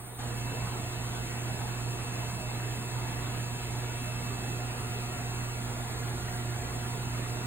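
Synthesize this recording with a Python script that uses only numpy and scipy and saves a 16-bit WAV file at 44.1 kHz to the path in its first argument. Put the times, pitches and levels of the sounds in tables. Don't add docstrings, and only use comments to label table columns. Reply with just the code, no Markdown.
import sys
import numpy as np
from scipy import signal
from scipy.fft import rfft, irfft, next_fast_len
from scipy.io import wavfile
from scipy.ndimage import uniform_filter1d, map_coordinates

SR = 44100
rng = np.random.default_rng(int(sys.argv[2]) if len(sys.argv) > 2 else 0)


def put_to_file(sound):
    columns = np.atleast_2d(sound).T
    safe = np.clip(columns, -1, 1)
    whole_steps = np.round(safe * 32767)
    wavfile.write(sys.argv[1], SR, whole_steps.astype(np.int16))


N = 328986

MAINS_HZ = 60.015
WAVER, WAVER_PER_S = 0.17, 8
TURN_S, TURN_LENGTH_S = 4.23, 0.59


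def amp(db):
    return 10 ** (np.asarray(db) / 20)


def unit(x):
    return x / np.sqrt(np.mean(np.abs(x) ** 2) + 1e-20)


def along(points, hz):
    f, value = np.transpose(points)
    return np.interp(np.log(hz + 1), np.log(f + 1), value)


def clock():
    return np.arange(N) / SR


def wobble(rate):
    coarse = np.linspace(0, N / SR, 4096)
    knots = rng.standard_normal(2048)
    curve = map_coordinates(knots, [coarse * rate], mode="wrap")
    return np.interp(clock(), coarse, curve)


def filtered(x, response):
    size = next_fast_len(N + SR // 2)
    hz = np.fft.rfftfreq(size, 1 / SR)
    return irfft(rfft(x, size) * response(hz), size)[..., :N]


def tone(hz, lead, waver, rate, beat=1):
    phase = 2 * np.pi * (hz * clock() + rng.random())
    reflected = waver * (wobble(rate) + 1j * wobble(rate))
    z = unit(beat * (1 + reflected) * np.exp(1j * phase))
    left = (z * np.exp(0.5j * lead)).real
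    right = (z * np.exp(-0.5j * lead)).real
    return np.sqrt(2) * np.array([left, right])


def turn_share():
    return np.clip((clock() - TURN_S) / TURN_LENGTH_S + 0.5, 0, 1)


def turned(before_db, after_db):
    return amp(before_db + turn_share() * (after_db - before_db))


# f/Hz, rms depth/dB
GURGLE_DEPTH = [(100, 1.3), (400, 2.14), (1200, 2.5), (3500, 3), (7000, 2.0)]


def patchy_noise(channels):
    white = rng.standard_normal((channels, N))
    hz, _, z = signal.stft(white, SR, nperseg=1024)
    field = rng.standard_normal(z.shape[1:])
    field = uniform_filter1d(field, size=3, axis=0)
    field = uniform_filter1d(field, size=6, axis=1)
    gain = amp(along(GURGLE_DEPTH, hz)[:, None] * unit(field))
    gain = gain / np.sqrt(np.mean(gain ** 2, axis=1, keepdims=True))
    return signal.istft(z * gain, nperseg=1024)[1][:, :N]


def drone(level_db=-37, slip_hz=2.61, beat_depth=0.15, crest_s=0.34):
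    throb = 1 + beat_depth * np.exp(-2j * np.pi * slip_hz * (clock() - crest_s))
    return amp(level_db) * tone(2 * MAINS_HZ, lead=-0.09, waver=0.055, rate=12, beat=throb)


# f/Hz, phase/rad
HISS_LEAD = [(2000, 2.4), (4000, 3.1), (5600, 3.14), (6100, 2.7), (8000, 0), (9000, -.1), (11200, -2.9),
             (12200, -3.3), (14500, -6.2)]
# f/Hz, level/dB per Hz
HISS_COLOUR = [(800, -30), (2000, -5), (3000, -1.5), (4000, -1.5), (5000, -1), (5700, -1.2), (6600, .7),
               (7300, .6), (7900, -.6), (9000, -.6), (11000, -2.8), (13000, -7), (15500, -9.3)]


def hiss(level_db=-45.5, flutter_db=0.45, independent_db=-26):
    shift = lambda hz: np.exp(np.outer([0.5j, -0.5j], along(HISS_LEAD, hz)))
    direct = filtered(patchy_noise(channels=1), shift)
    independent = amp(independent_db) * rng.standard_normal((2, N))
    pair = filtered(direct + independent, lambda hz: amp(along(HISS_COLOUR, hz)))
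    return amp(level_db + flutter_db * wobble(24)) * unit(pair)


# multiple of the mains, level before turn/dB, level after turn/dB, left lead/rad
MAINS_HARMONICS = [(1, -52.2, -51.7, -.1), (4, -54.3, -52, 0), (5, -60, -62, .1), (6, -57, -54.7, -.2),
                   (8, -61, -64, -.4), (9, -66.5, -66.5, 0), (10, -66, -68, .5), (11, -68.5, -68.5, 0),
                   (12, -57.6, -53, .1), (13, -64, -73, 0), (14, -59.5, -66, .9), (16, -56.2, -58.6, .4),
                   (17, -68, -68, .5), (20, -71, -71, 0), (22, -70.5, -70.5, 0), (29, -65.2, -67, .6),
                   (33, -71, -66.5, -.5), (37, -65, -71, -1.7)]


def motors():
    return sum(
        turned(before_db, after_db) * tone(multiple * MAINS_HZ, lead, WAVER, WAVER_PER_S)
        for multiple, before_db, after_db, lead in MAINS_HARMONICS)


# f/Hz, level before turn/dB, level after turn/dB, left lead/rad
ROTOR_TONES = [(29.3, -55, -55, 0), (58.5, -60, -60, 0), (72.3, -61, -61, 0), (237.3, -62, -62, 0),
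               (702, -56.7, -56.5, .15), (1284, -68.6, -68, 1.3), (1404, -59.8, -53.8, -2),
               (2104, -64.5, -63.8, -1.9), (2808, -67.6, -71.7, -1.8), (8283, -71.8, -68.3, 0)]


def rotors():
    return sum(
        turned(before_db, after_db) * tone(hz, lead, WAVER, WAVER_PER_S)
        for hz, before_db, after_db, lead in ROTOR_TONES)


# f/Hz, correlation
LIKENESS = [(130, 0.9), (300, 1), (640, 0.34), (1400, 0.39), (2500, -0.02), (6000, -0.82)]


def room_lead(hz):
    return -np.arccos(np.clip(along(LIKENESS, hz), -1, 1))


# f/Hz, level/dB per Hz
FLOW_COLOUR = [(20, -21), (30, -15), (39, -12), (48, -2), (75, 0.1), (130, 0), (160, -3), (220, -5.5),
               (320, -7.5), (440, -8.5), (550, -13.5), (700, -10), (950, -11), (1400, -12.5), (2000, -14.5),
               (2800, -18.5), (4500, -19.5), (5300, -71), (9000, -63), (15000, -75)]
# f/Hz, width/Hz, lift/dB
PIPE_RESONANCES = [(142, 9.8, 0.5), (204, 17, 2), (253.5, 22, 4), (373, 30, 3.5), (479, 51, 2.5),
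                   (619, 21, 6), (736, 29, 3.5), (873, 130, 2.5)]
# f/Hz, change/dB
TURN_COLOUR = [(100, 0), (600, .2), (1300, 0.45), (2200, 0.2), (3300, -0.5), (6000, 1.5)]


def flow(level_db=-39.5, surge_db=0.5):
    def colour_db(hz):
        lift = sum(db / (1 + (2 * (hz - centre) / width) ** 2) for centre, width, db in PIPE_RESONANCES)
        return along(FLOW_COLOUR, hz) + lift

    def mid_side(hz):
        angle = room_lead(hz) / 2
        return amp(colour_db(hz)) * [np.cos(angle), np.sin(angle)]

    noise = patchy_noise(channels=2)
    recoloured = filtered(noise, lambda hz: amp(along(TURN_COLOUR, hz)))
    noise = noise + turn_share() * (recoloured - noise)
    mid, side = filtered(noise, mid_side)
    surge = amp(level_db + surge_db * wobble(4.62))
    return surge * unit(np.array([mid + side, mid - side]))


BUBBLES_PER_S = 260
BUBBLE_HZ, BUBBLE_OCTAVES = 1893, 0.48
BUBBLE_CYCLES = 9.9


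def burble(level_db=-58, scatter_db=4, rise=0.168, room_t60=0.16):
    count = int(BUBBLES_PER_S * N / SR)
    pitch, size = rng.standard_normal((count, 2)).T[:, :, None]
    start = rng.integers(N, size=(count, 1))
    age = np.arange(SR // 30)
    start_hz = BUBBLE_HZ * 2 ** (BUBBLE_OCTAVES * np.clip(pitch, -2, 2))
    cycles = start_hz * age / SR
    life = cycles / BUBBLE_CYCLES
    risen_cycles = cycles * (1 + rise * (1 - np.exp(-life / 2)))
    envelope = np.exp(-life) * (1 - np.exp(-cycles))
    strength = amp(scatter_db * np.clip(size, -2, 2))
    rings = strength * np.sin(2 * np.pi * risen_cycles) * envelope
    pops = np.bincount((start + age).ravel(), rings.ravel(), minlength=N)[:N]
    t = np.arange(SR // 4) / SR
    room = rng.standard_normal((2, len(t))) * np.exp(-np.log(1000) * t / room_t60)
    return amp(level_db) * unit(signal.fftconvolve(pops[None], room, axes=1)[:, :N])


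WHINE_HZ = 2632
# t/s, level/dB, left lag/rad, left minus right/dB
WHINE_PATH = [(0.19, -67, .6, -2), (0.24, -69, .7, 1), (0.31, -57.5, .8, -2), (0.47, -49.5, 1.35, -2),
              (0.6, -49.5, 1.7, 0), (0.72, -51, 2.05, 0), (1.05, -51.5, 2.6, 1), (1.4, -50, 2.34, 1),
              (1.8, -50.5, 2.14, 0), (2.5, -49.5, 2, 0), (3.65, -51, 2.1, 0), (3.9, -49.5, 1.94, 1),
              (4.2, -47.7, 1.75, 0), (4.36, -52.5, 1.1, -10), (4.58, -50, 2.4, -4.5),
              (5.05, -50, 2.56, 1.5), (5.5, -50.5, 2.4, 0), (5.9, -59, 3, 2), (6.1, -61.5, 3.1, 5),
              (6.55, -56, 2.2, 0), (7.05, -51.5, 2.2, -2)]


def whine(octave_db=-13, blur_db=-12):
    times, *columns = np.transpose(WHINE_PATH)
    level_db, lag, left_minus_right_db = (np.interp(clock(), times, column) for column in columns)
    note = tone(WHINE_HZ, lead=-lag, waver=0.1, rate=12)
    blur = unit(wobble(70)) * tone(WHINE_HZ, lead=-lag, waver=0.37, rate=40)
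    octave = tone(2 * WHINE_HZ, lead=np.pi, waver=0.3, rate=7.4)
    sides = amp(np.outer([0.5, -0.5], left_minus_right_db))
    return amp(level_db) * (sides * (note + amp(blur_db) * blur) + amp(octave_db) * octave)


# f/Hz, left minus right/dB
BALANCE = [(120, -4), (350, -2), (700, -1.8), (1400, -.9), (3000, 0)]


def scene():
    mix = drone() + hiss() + motors() + rotors() + flow() + burble() + whine()

    def lean(hz):
        sides = amp(np.outer([0.5, -0.5], along(BALANCE, hz)))
        return sides / np.sqrt(np.mean(sides ** 2, axis=0))

    return filtered(mix, lean)


# f/Hz, change/dB
OPENING_HUSH = [(100, -9), (700, -5.5), (3300, -10), (7700, -12.5), (8200, 0.5)]
TOP_HZ = 15780


def record(dry, opens_s=0.19, rise_s=0.024):
    hushed = filtered(dry, lambda hz: amp(along(OPENING_HUSH, hz)))
    opened = np.clip((clock() - opens_s) / rise_s + 0.5, 0, 1)
    return filtered(hushed + opened * (dry - hushed), lambda hz: hz < TOP_HZ)


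dry = scene()
out = record(dry)
put_to_file(out)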